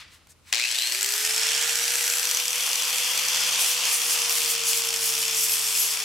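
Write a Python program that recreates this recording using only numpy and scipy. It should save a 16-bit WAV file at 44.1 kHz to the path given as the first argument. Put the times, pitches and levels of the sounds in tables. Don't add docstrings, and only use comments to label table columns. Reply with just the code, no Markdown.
import sys
import numpy as np
from scipy import signal
from scipy.fft import rfft, irfft
from scipy.io import wavfile
from scipy.ndimage import uniform_filter1d, map_coordinates

SR = 44100
rng = np.random.default_rng(int(sys.argv[2]) if len(sys.argv) > 2 else 0)


def to_wav(s):
    ch = np.atleast_2d(s).T
    pcm = np.round(np.clip(ch, -1, 1) * 32767)
    wavfile.write(sys.argv[1], SR, pcm.astype(np.int16))


def volts_from_db(level):
    exponent = np.asarray(level, float) / 20
    return 10 ** exponent


N = 266364
T = np.arange(N) / SR
SWITCH_S = .5267
MAINS_PULSES_HZ = 120
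PINION_TEETH, GEARING = 12, 12 / 37


def rms_one(x):
    return x / np.sqrt(np.mean(x ** 2) + 1e-20)


def in_time(rows):
    s, *columns = np.transpose(rows)
    return [np.interp(T, s, c) for c in columns]


def at_hz(points, hz):
    points = np.array(points)
    return np.interp(np.log(hz), np.log(points[:, 0]), points[:, 1])


def ramp(start_s, length_s):
    return np.clip((T - start_s) / length_s, 0, 1)


def butter(x, order, hz, kind="low"):
    return signal.sosfilt(signal.butter(order, hz, kind, fs=SR, output="sos"), x)


def drift(rate_hz):
    r = np.exp(-2 * np.pi * rate_hz * 40 / SR)
    slow = signal.lfilter([1], [1, -2 * r, r * r], rng.standard_normal(N // 40 + 2002))
    slow = rms_one(slow[2000:])
    return np.interp(np.arange(N) / 40, np.arange(len(slow)), slow)


def swells(rows, edge=2):
    out = np.zeros(N)
    for s, half, db in rows:
        a, b = max(int((s - 3.5 * half) * SR), 0), int((s + 3.5 * half) * SR)
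        out[a:b] += volts_from_db(db) * np.exp(-np.abs((T[a:b] - s) / half) ** edge)
    return out


def bursts(clicks, rise_s, fall_s):
    for s in (rise_s, fall_s):
        clicks = signal.lfilter([1], [1, -np.exp(-1 / (s * SR))], clicks + 1e-18)
    return clicks / (min(rise_s, fall_s) * SR)


def resonate(x, modes):
    out = 0
    for k, (hz, width_hz, db) in enumerate(modes):
        r = np.exp(-np.pi * width_hz / SR)
        b = (1 - r * r) / 2 * np.array([1, 0, -1])
        a = [1, -2 * r * np.cos(2 * np.pi * hz / SR), r * r]
        out = out + (-1) ** k * volts_from_db(db) * signal.lfilter(b, a, x)
    return out


# (frequency [Hz], likeness [0-1])
ALIKE = [(60, 0.69), (150, 0.49), (380, 1), (950, 0.99), (2380, 0.73), (5980, 0.88), (15000, 0.63)]
# (frequency [Hz], level [dB])
LEAN_DB = [(60, 0.0), (150, -13), (380, 6.5), (950, 0), (2380, 1.5), (5980, 1.5), (15000, 0)]


def coloured(colour_db, drive, patchy_db):
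    noise = rng.standard_normal((2, len(drive))) * drive
    hz, s, (mid, side) = signal.stft(noise, SR, nperseg=1024)
    hz = np.maximum(hz, 10)[:, None]
    at = np.clip((s * SR).astype(int), 0, N - 1)
    gain = volts_from_db(colour_db(hz, at)) * np.ones(mid.shape)
    gain /= np.sqrt(np.mean(gain ** 2, axis=0))
    field = rng.standard_normal((60, 100))
    patches = map_coordinates(field, np.broadcast_arrays(5 * np.log2(hz / 10), 12 * s), order=1)
    alike = np.clip(at_hz(ALIKE, hz), 0, 1)
    lean = volts_from_db(at_hz(LEAN_DB, hz) / 2)
    mid, side = np.sqrt((1 + alike) / 2) * mid, np.sqrt((1 - alike) / 2) * side
    both = np.array([(mid + side) * lean, (mid - side) / lean]) * gain * volts_from_db(patchy_db * patches)
    return signal.istft(both, SR, nperseg=1024)[1][:, :len(drive)]


# (frequency [Hz], level [dB per Hz])
RUMBLE = [(20, -28), (45, -9), (84, -9), (120, -11.5), (167, -14), (200, -14.5), (270, -19.5), (756, -23.5),
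          (1500, -24)]


def shop_hum():
    f = np.maximum(np.arange(N // 2 + 1) * SR / N, 1)
    shape = volts_from_db(at_hz(RUMBLE, f)) * (f < 1500)
    mid, side = (irfft(rfft(rng.standard_normal(N)) * shape, N) for k in range(2))
    rumble = volts_from_db(-62) * rms_one(mid + .47 * side * [[1], [-1]])
    ducked_db = -13 * ramp(.53, 0.047) - 4 * ramp(.6, 1.1)
    fridge_hz, fridge_db = 82, -66
    hum = volts_from_db(fridge_db + ducked_db / 4 + 0.59 * drift(12)) * np.sin(2 * np.pi * fridge_hz * T)
    return volts_from_db(ducked_db) * (rumble + hum * [[1.7], [1.2]])


def walls(x, t60, dull_hz):
    t = T[:SR // 2]
    tail = rng.standard_normal((2, len(t))) * volts_from_db(-60 * t / t60) * (t > .004)
    tail = butter(tail, 1, dull_hz)
    return signal.fftconvolve(x, tail / np.sqrt(np.sum(tail ** 2) / 2), axes=1)[:, :N]


# (centre [s], half length [s], rustle [dB], dull share [dB])
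CLOTH_MOVES = [
    (0, .03, -53.5, 0),
    (.14, 0.032, -57, -10),
    (.308, .018, -52.5, -20),
    (0.497, 0.033, -52, 0.5),
]
# (frequency [Hz], level [dB per Hz])
CLATTER_COLOUR = [(180, -47), (300, -37), (723, -21), (818, -12), (1000, -6.5), (2340, 0.5), (5060, -6),
                  (12000, -30), (15600, -58), (22000, -120)]
# (frequency [Hz], level [dB per Hz])
RUSTLE_COLOUR = [(880, -42), (1500, -10), (2640, -21), (4040, -8), (8160, -4), (9010, -6), (10200, -9),
                 (16000, -17)]
# (time [s], peak [dB])
HAND_TICKS = [
    (0.2705, -31),
    (0.386, -52),
]


def hand():
    start_db, fall_db_per_s, rest_db = -46.5, 87, -73
    fading = volts_from_db(start_db - fall_db_per_s * T) + volts_from_db(rest_db)
    dull = fading + swells([(s, half, db + dull_db) for s, half, db, dull_db in CLOTH_MOVES])
    cloth = swells([row[:3] for row in CLOTH_MOVES]) + volts_from_db(-85)
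    dull, cloth = dull * volts_from_db(0.86 * drift(60)), cloth * volts_from_db(1.3 * drift(80))
    clatter = coloured(lambda hz, at: at_hz(CLATTER_COLOUR, hz), dull[:SR], patchy_db=-1.0)
    rustle = coloured(lambda hz, at: at_hz(RUSTLE_COLOUR, hz), cloth[:SR], patchy_db=1.5)
    clicks = np.zeros(N)
    for s, db in HAND_TICKS:
        clicks[round(s * SR)] = volts_from_db(db - 7)
    tick = rng.standard_normal(N) * bursts(clicks, .0004, 0.0027)
    tick = signal.lfilter([.3, -.3], [1, -1.5, .6], tick)
    return (np.pad(clatter + rustle, [(0, 0), (0, N - SR)]) + tick) * (T < SWITCH_S)


# (octave centre [Hz], level [dB], t60 [s])
JOLT_BANDS = [
    (600, -43, .14),
    (1100, -35, .1),
    (2400, -22, .06),
    (4500, -26, .06),
]


def jolt():
    t = np.maximum(T - SWITCH_S, 0)[:SR]
    kick = 0
    for hz, db, t60 in JOLT_BANDS:
        noise = rng.standard_normal((2, SR)) + rng.standard_normal(SR)
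        kick = kick + volts_from_db(db - 60 * t / t60) * rms_one(butter(noise, 2, [hz / 1.5, hz * 1.5], "band"))
    return np.pad(kick * (t > 0), [(0, 0), (0, N - SR)])


# (time [s], speed [turns/s])
ARMATURE_SPEED = [(.53, 172), (.655, 218), (.79, 327), (.9, 366), (1.02, 397), (1.15, 420), (1.32, 440),
                  (1.63, 464), (2.11, 481), (2.4, 488), (3.55, 497), (3.7, 489), (3.88, 488), (4.02, 478),
                  (4.23, 470), (4.75, 463), (5.15, 455), (6.04, 443)]


def armature():
    return in_time(ARMATURE_SPEED)[0]


def turns(per_s):
    return 2 * np.pi * np.cumsum(per_s) / SR


# (time [s], armature tone [dB], spindle tone [dB])
UNBALANCE_DB = [(.9, -49.5, -75), (1.15, -50, -70), (1.4, -47.5, -62), (1.75, -48, -59), (1.95, -48, -63.5),
                (2.45, -52.5, -66), (2.75, -52.5, -64), (3.2, -52, -60.5), (3.57, -51.5, -57),
                (4.0, -51.5, -62), (4.2, -48, -62), (4.3, -48.5, -61), (4.47, -46, -59.5), (4.8, -45, -60),
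                (5.43, -48, -57.5), (5.5, -51.5, -59), (5.9, -53.5, -63), (6.04, -55, -61)]
# (centre [s], half length [s], loss [dB])
SPINDLE_STALLS = [
    (3.69, 0.052, 22),
    (3.925, .03, 9),
]
# (time [s], level [dB])
THIRD_ORDER_DB = [(1.0, -66), (2.0, -60), (3.5, -60), (4.1, -61), (4.5, -54), (5.0, -62), (5.5, -64),
                  (6.04, -65)]
# (centre [s], half length [s], level [dB])
DISC_WOBBLES = [(1.3, .15, -74), (2.28, 0.075, -73), (2.74, 0.064, -71), (3.14, .08, -72), (3.52, 0.1, -65),
                (3.82, .05, -71), (4.06, 0.15, -61.5), (4.45, .1, -63), (4.74, 0.057, -69),
                (5.08, 0.16, -67), (5.36, 0.14, -69), (5.8, 0.13, -75), (6.02, 0.07, -75)]


def shafts():
    motor = armature()
    spindle = turns(GEARING * motor)
    motor_db, once_db = in_time(UNBALANCE_DB)
    once_db = once_db - sum(db * np.exp(-((T - s) / half) ** 2) for s, half, db in SPINDLE_STALLS)
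    fast = volts_from_db(motor_db + 0.2 + 0.68 * drift(14)) * np.sin(turns(motor)) * ramp(.61, 0.46) ** 2
    beat = turns((1 - 3 * GEARING) * motor)
    cancel_s = 4.35
    third = np.sin(turns(motor) - beat + np.interp(cancel_s, T, beat))
    fast -= volts_from_db(in_time(THIRD_ORDER_DB)[0]) * third * ramp(.9, .2)
    slow = volts_from_db(once_db - 1.4 + 1.2 * drift(7.7)) * np.sin(spindle)
    slow += (swells(DISC_WOBBLES) + volts_from_db(-79.5)) * volts_from_db(2.0 * drift(13)) * np.sin(2 * spindle)
    slow *= ramp(.8, 0.26)
    return np.sqrt(2) * (fast * volts_from_db([[1.2], [-1.2]]) + slow * volts_from_db([[1.4], [-1.4]]))


# (centre [s], half length [s], hiss [dB], flap note over its usual share [dB])
TOUCHES = [(3.61, 0.023, -21.5, -3), (3.692, 0.051, -26, -6), (3.87, 0.044, -41, -3),
           (3.941, 0.048, -25.5, -4), (4.07, 0.082, -30.5, -2), (4.13, 0.022, -26.5, 5),
           (4.214, 0.053, -30.5, -2), (4.319, 0.031, -27.5, 2.5), (4.374, 0.031, -26.5, -9),
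           (4.44, 0.042, -28, -5), (4.513, 0.029, -24.5, 0), (4.699, 0.038, -22.5, -7),
           (4.773, 0.032, -25.5, -11), (4.862, 0.017, -34, 6), (5.066, 0.062, -27, -8),
           (5.216, 0.037, -29, 1), (5.384, 0.042, -25, -8), (5.44, 0.025, -24, -9),
           (5.525, 0.032, -27.5, 5), (5.656, 0.15, -30, -1), (5.81, 0.068, -23.5, -2),
           (5.92, 0.043, -31, -3)]
# (frequency [Hz], level [dB per Hz])
HISS_COLOUR = [(1500, -24), (3000, -5), (5500, 8), (8000, 8), (11000, 6.5), (13500, 1), (15000, 0),
               (16000, -1)]
# (frequency [Hz], width [Hz], level [dB])
DISC_MODES = [(7700, 90, -2), (9100, 80, 0), (9700, 80, -3), (10300, 90, 1), (10900, 80, -4),
              (11400, 110, -2), (12800, 100, -4)]
# (frequency [Hz], centre [s], half length [s], level over hiss [dB])
DISC_SINGING = [(9200, 3.62, .025, 0), (10400, 3.62, .025, 0), (9600, 3.2, .02, 1), (12750, 3.71, .03, -3),
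                (9050, 3.95, .04, 2.5), (12700, 3.925, .02, -1), (7300, 3.95, .05, 0),
                (9200, 4.11, .025, 1), (12300, 4.8, .025, 1), (12100, 4.315, .025, 2),
                (10550, 4.36, .04, -2), (7250, 6.3, .06, 0), (12200, 3.4, .04, 2), (12200, 5.1, .03, -1),
                (10500, 4.69, 0.023, -4), (10200, 4.78, .03, -1), (11900, 4.87, .015, 2),
                (12000, 5.055, .015, 1), (9300, 5.07, .05, -3), (10400, 5.09, .03, 1),
                (9050, 5.39, 0.023, 1), (10100, 5.44, .03, -1), (11800, 5.5, .07, 0), (11500, 5.82, .05, 2),
                (9900, 9.5, .07, 0)]


def disc():
    first_touch_s, graze_db, flaps = 3.55, -38, 80
    grit_db, note_db, sing_db, pattern_db = -3, -8, -11, -13
    spell_width_hz, spell_db = 160, 10
    press = swells([row[:3] for row in TOUCHES], edge=1.7) + volts_from_db(graze_db)
    flap = swells([(s, half, db + over_db) for s, half, db, over_db in TOUCHES], edge=3.0)
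    spin = turns(GEARING * armature())
    flecks = (rng.random(N) < 250 / SR) * volts_from_db(3.5 * np.minimum(rng.exponential(1, N), 4))
    wobble = volts_from_db(0.53 * np.sin(2 * spin) + 0.49 * drift(60) + 0.3 * drift(30))
    wobble *= 1 + 0.2 * bursts(flecks, .0003, 0.00027)
    hiss = volts_from_db(grit_db) * press * coloured(lambda hz, at: at_hz(HISS_COLOUR, hz), wobble, patchy_db=2.5)
    uneven = butter(rng.standard_normal((2, 2, N)), 2, 300)
    note = rms_one(uneven[0] * np.sin(flaps * spin) + uneven[1] * np.cos(flaps * spin))
    web = 0
    for mode in DISC_MODES:
        web = web + volts_from_db(3 * drift(10)) * resonate(rng.standard_normal((2, N)) * wobble, [mode])
    grains = rng.standard_normal((2, 180))
    place = spin / (2 * np.pi) % 1 * 180
    where = [np.arange(2)[:, None] + 0 * T, place + np.zeros((2, 1))]
    rim = map_coordinates(grains, where, order=1, mode="grid-wrap")
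    rim = butter(rim + 0.23 * rim[::-1], 2, [7000, 13000], "band")
    hiss += volts_from_db(pattern_db + 2.0 * drift(17)) * press * rms_one(rim)
    sing = volts_from_db(note_db + 1.9 * drift(40)) * flap * note + volts_from_db(sing_db) * press * rms_one(web)
    grit = rng.standard_normal((2, N)) * press * volts_from_db(spell_db)
    for hz, s, half, db in DISC_SINGING:
        a, b = int((s - 3 * half) * SR), int((s + 3 * half) * SR)
        struck = grit[:, a:b] + grit[::-1, a:b] / 4
        sing[:, a:b] += swells([(s, half, db)])[a:b] * resonate(struck, [(hz, spell_width_hz, 0)])
    return ramp(first_touch_s, 0.082) * (hiss + sing + 0.022 * sing[::-1])


# (time [s], rate [knocks/s])
RATTLE_RATE = [(.5, 60), (1.0, 63), (1.5, 62), (2.0, 70), (2.4, 45), (3.2, 47), (3.6, 68), (4.3, 72),
               (4.9, 62), (5.5, 72), (6.04, 70)]
# (time [s], peak [dB])
HARD_KNOCKS = [(0.5965, -19), (.6216, -25), (0.6374, -23), (0.651, -20), (0.712, -16), (0.723, -24),
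               (0.744, -20), (0.753, -19), (0.7856, -13.5), (.7967, -27), (.8202, -15), (0.834, -22),
               (0.872, -22), (0.9213, -13),
               (0.948, -15), (1.0095, -12), (1.0287, -10.5), (1.044, -10.5), (1.0606, -12), (1.089, -13),
               (1.105, -16), (1.122, -13), (1.137, -12), (1.2048, -17), (1.2496, -11.5), (1.293, -15),
               (1.308, -15), (1.3459, -16), (1.3624, -13), (1.3786, -10.5), (1.413, -15), (1.4326, -14),
               (1.4877, -14), (1.5054, -20), (1.5624, -20), (1.655, -22), (1.6752, -16), (1.729, -15),
               (1.7552, -11.5), (1.772, -14), (1.788, -14), (1.8054, -21), (1.84, -18), (1.8533, -17),
               (1.8793, -11), (1.905, -15), (1.921, -18), (1.937, -13), (1.955, -11), (1.982, -14.5),
               (2.0092, -13), (2.0532, -22), (2.0776, -12), (2.099, -13), (2.123, -14), (2.1361, -14),
               (2.1705, -14), (2.183, -13), (2.195, -12), (2.2297, -14), (2.253, -12), (2.271, -15),
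               (2.2907, -15), (2.3119, -9.5), (2.347, -13), (2.3708, -10.5), (2.399, -13), (2.4165, -24),
               (2.4355, -24), (2.4547, -13), (2.4805, -9), (2.5058, -16), (2.5296, -13), (2.558, -20),
               (2.558, -15), (2.581, -15), (2.664, -12.5), (2.7145, -15), (2.731, -11.5), (2.7561, -10.5),
                 (2.7762, -20), (2.9827, -10.5), (3.0023, -19), (3.045, -18), (3.0632, -23), (3.0896, -18),
                 (3.1151, -18), (3.1345, -16), (3.176, -14), (3.1945, -15), (3.2159, -18), (3.2837, -12.5),
                 (3.3313, -15), (3.346, -17), (3.37, -12), (3.406, -14), (3.464, -17), (3.7048, -22),
                 (3.8527, -10.5), (3.916, -19), (4.017, -9), (4.0959, -16), (4.1722, -20), (4.1889, -11.5),
                 (4.2952, -11), (4.3241, -12), (4.3536, -13), (4.3817, -12), (4.478, -12), (4.5355, -16),
                 (4.561, -16), (4.579, -16), (4.6544, -17), (4.6686, -16), (4.7316, -9), (4.8193, -12.5),
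                 (4.8872, -12), (4.905, -16), (4.94, -12), (5.0407, -18), (5.122, -12.5), (5.138, -14),
                 (5.2037, -19), (5.2362, -19), (5.264, -21), (5.28, -14), (5.4388, -13), (5.495, -15),
                 (5.52, -14), (5.538, -12), (5.6215, -22), (5.7257, -14), (5.773, -12.5), (5.9721, -17)]


def backlash(roar_db, rattle_db):
    loose_from_s, keep_clear_s = 1.0, .009
    cycles = np.cumsum(in_time(RATTLE_RATE)[0]) / SR + .22 * drift(25)
    closing = np.diff(np.floor(np.maximum.accumulate(cycles)), prepend=0) > 0
    chance_db = 2.0 * np.clip(rng.standard_normal(N), -3, 1.5)
    loose = closing * (T > loose_from_s) * volts_from_db(roar_db + rattle_db + 8.0 + chance_db)
    pulses, slip_s, slip_pulses = 56, .0038, 2.5
    kick_db, settled_db, settle_s, uneven_db, fade_db_per_s = -5, -15, 0.018, 1.6, 42
    k = np.arange(pulses)
    late_s = k / MAINS_PULSES_HZ + slip_s * (1 - np.exp(-k / slip_pulses))
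    chance = np.clip(rng.standard_normal(pulses), -2, 1)
    settled = 1 - np.exp(-late_s / settle_s)
    pulse_db = kick_db + settled * (settled_db - kick_db + uneven_db * chance)
    pulse_db -= fade_db_per_s * np.minimum(late_s, .2)
    run_up = np.transpose([SWITCH_S + late_s, pulse_db])
    hard = np.array(HARD_KNOCKS)
    hits = np.bincount(np.round(hard[:, 0] * SR).astype(int), minlength=N)
    loose *= uniform_filter1d(1. * hits, size=round(2 * keep_clear_s * SR)) < 1e-9
    knocks = np.vstack([run_up, hard])
    loose[np.round(knocks[:, 0] * SR).astype(int)] = volts_from_db(knocks[:, 1] - 2.5)
    return bursts(loose, 0.00039, 0.0014)


# (time [s], roar [dB])
ROAR_DB = [(0.56, -31.5), (0.8, -30), (1.18, -26), (1.49, -24), (1.7, -24.5), (2.4, -26), (2.47, -28.5),
           (2.61, -25), (3.06, -24.5), (3.63, -23), (3.76, -26), (3.87, -23), (3.98, -28.5), (4.13, -25),
           (4.59, -28), (5.41, -27), (5.63, -28), (6.04, -28.5)]
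# (time [s], nearness [0-1], vents toward the microphones [dB], slack in the gears [dB])
TOOL_HANDLING = [(.52, 0, -6, -4), (.8, 0.4, 8, -6), (.95, 0.23, 2.5, 2), (1.25, 0.23, -0.5, -4),
                 (1.5, 0.36, -7, -1.5), (1.9, 0.03, -2, -2), (2.15, 0.08, 0.5, -4), (2.4, 0.99, 4, -4),
                 (3.0, 1, 2.5, -1.5), (4.0, 1, -4.5, -5), (4.5, 0.95, -3.5, 0.5), (5.5, 0.96, 5, -0.5),
                 (6.04, 1, -2, -2.5)]
# (frequency [Hz], level [dB per Hz])
COLOUR_SLOW = [(120, -68), (200, -30), (538, -14), (1350, -13), (1560, -4.5), (2560, 4.5), (3490, 0),
               (4040, 4.5), (6640, -2), (7830, -3.5), (9580, -9), (12200, -12.5), (16000, -29)]
# (frequency [Hz], level [dB per Hz])
COLOUR_FAR = [(120, -66), (200, -38), (394, -19), (456, -20), (500, -14.5), (558, -16), (899, -10.5),
              (1080, -14.5), (1590, 0), (2150, -3.5), (3200, -2.5), (3900, -3), (4680, -3), (5230, -2.5),
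              (7830, 0), (9400, -4), (11800, -2), (14300, -11.5), (16000, -18)]
# (frequency [Hz], level [dB per Hz])
COLOUR_NEAR = [(200, -32), (370, -23.5), (480, -17), (560, -16), (1100, -6), (1560, -8.5), (2100, -5),
               (2500, 0), (3450, 1.5), (3900, -6.5), (4300, -2.5), (5800, -1.5), (10500, -7.5), (12200, -8),
               (13200, -13), (16000, -22)]
# (frequency [Hz], level [dB per Hz])
KNOCK_COLOUR = [(800, -31), (1800, -21), (2600, 3.5), (3800, -11.5), (4800, 4.5), (5800, 3), (7900, 3.5),
                (9500, -6.5), (16000, -10)]
# (frequency [Hz], width [Hz], level [dB])
HOUSING_MODES = [(2400, 450, -11), (4320, 110, -10), (5850, 170, -9), (6300, 250, -15), (7750, 160, -8)]
# (frequency [Hz], width [Hz], centre [s], half length [s], level over roar [dB])
HOUSING_SINGING = [(7750, 110, .72, .05, 6), (7750, 110, .85, .15, 5), (2300, 300, .598, .006, 12),
                   (2600, 250, .652, .012, 10), (7750, 130, 1.05, .06, 4), (4320, 80, .95, .12, 3),
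                   (4320, 80, 1.5, .15, 0), (4320, 80, 2.3, .1, 3), (5150, 80, 1.55, .12, 2),
                   (5380, 90, 1.45, .1, 3), (5850, 150, 1.87, .14, 4), (5880, 140, 2.35, .16, 5),
                   (3250, 160, 1.62, .13, 2), (12000, 400, .8, .06, -6), (12000, 300, 1.03, .05, -3),
                   (11900, 500, 1.2, .06, -3)]
# (frequency [Hz], width [Hz], level [dB])
MESH_PEAKS = [(2000, 200, -6), (2550, 200, 14), (3000, 200, 1), (3500, 300, 1), (4150, 230, 8),
              (4700, 200, -8), (5300, 170, 5), (5600, 90, -5), (5900, 200, -2)]
# (centre [s], half length [s], level over roar [dB])
BLADE_NOTE = [
    (.725, .02, -10),
    (.78, .03, -22),
    (.925, .035, -14),
    (1.09, .05, -18),
]


def grinder():
    roar_db, = in_time(ROAR_DB)
    near, top_db, rattle_db = in_time(TOOL_HANDLING)
    motor = armature()
    near, on = np.clip(near, 0, 1), ramp(.523, .004)
    slow = np.clip((420 - motor) / 90, 0, 1)
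    gathering = np.clip((460 - motor) / 60, 0, 1)

    def by_nearness(far_db, near_db):
        return far_db + near * (near_db - far_db)

    throb_db = slow * 2 + (1 - slow) * by_nearness(.6, .3)
    ring_db = by_nearness(1, -6) - 12 * np.clip((280 - motor) / 90, 0, 1)
    mesh_hz = PINION_TEETH * motor
    favour_db = sum(db * np.exp(-((mesh_hz - hz) / width) ** 2) for hz, width, db in MESH_PEAKS)
    whine_db = by_nearness(-17, -16.5) + (1 - 0.59 * ramp(2.6, 1)) * favour_db
    pulse = np.cos(2 * np.pi * MAINS_PULSES_HZ * (T - .5312))
    drive = volts_from_db(throb_db * pulse + 0.5 * np.sin(turns(GEARING * motor)) + 1.06 * drift(150))
    drive /= np.sqrt(uniform_filter1d(drive ** 2, size=4000))
    force = volts_from_db(roar_db - 1.5) * drive * on
    knocks = backlash(roar_db, rattle_db) * on

    def colour(hz, at):
        running = (1 - near[at]) * at_hz(COLOUR_FAR, hz) + near[at] * at_hz(COLOUR_NEAR, hz)
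        top = top_db[at] * np.clip(np.log2(hz / 6500), 0, 1)
        return slow[at] * at_hz(COLOUR_SLOW, hz) + (1 - slow[at]) * running + top

    roar = coloured(colour, force + (0.13 + 0.66 * slow) * knocks, patchy_db=1.1)
    clack = coloured(lambda hz, at: at_hz(KNOCK_COLOUR, hz), knocks, patchy_db=0.0) * (1 - .5 * slow)
    ring = resonate(rng.standard_normal(N) * (force + 1.53 * knocks), HOUSING_MODES) * volts_from_db(ring_db + 9.5)
    shaking = rng.standard_normal(N) * (force + 1.5 * knocks) * volts_from_db(1.5)
    for hz, width, s, half, db in HOUSING_SINGING:
        ring += swells([(s, half, db)]) * resonate(shaking, [(hz, width, 0)])
    smear_running_rad, smear_run_up_rad = 1.4, 1.0
    smear_rad = smear_running_rad + gathering * (smear_run_up_rad - smear_running_rad)
    mesh = PINION_TEETH * turns(motor) + smear_rad * drift(90)
    mesh_force = (.7 + .4 * gathering) * force + (1.5 - .5 * gathering) * knocks
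    whine = volts_from_db(whine_db + 6 + (3 - 1.5 * gathering) * drift(25)) * mesh_force * np.sin(mesh)
    fan_order = 36.9
    blades = swells(BLADE_NOTE) * force * np.sin(fan_order * turns(motor) + .8 * drift(60))
    return roar + clack + ring + whine + blades


# (time [s], left over right [dB])
TOOL_BEARING = [(0.55, 3), (0.64, 3), (1.63, -2), (2.29, 1), (3.8, 0.5), (5.94, 0.5), (6.0, 0.5)]


def scene():
    tool = butter(grinder() + disc() + jolt(), 4, 190, "high")
    tool = tool * volts_from_db((in_time(TOOL_BEARING)[0] - .6) / 2 * np.array([[1], [-1]]))
    return tool + volts_from_db(-12.0) * walls(tool, t60=0.49, dull_hz=6500) + shafts() + hand() + shop_hum()


def band_limit(x):
    return signal.sosfilt(signal.butter(12, 15740, fs=SR, output="sos"), x)


def record(dry):
    rounding = butter(.55 * np.tanh(dry / .55) - dry, 2, 300, "high")
    steep = signal.cheby2(20, 70, 16580, fs=SR, output="sos")
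    cut = signal.sosfilt(steep, dry + rounding)
    mic_hiss = volts_from_db(-63) * butter(rng.standard_normal(dry.shape), 2, [1500, 11000], "band")
    return band_limit(cut + mic_hiss)


dry = scene()
out = record(dry)
to_wav(out)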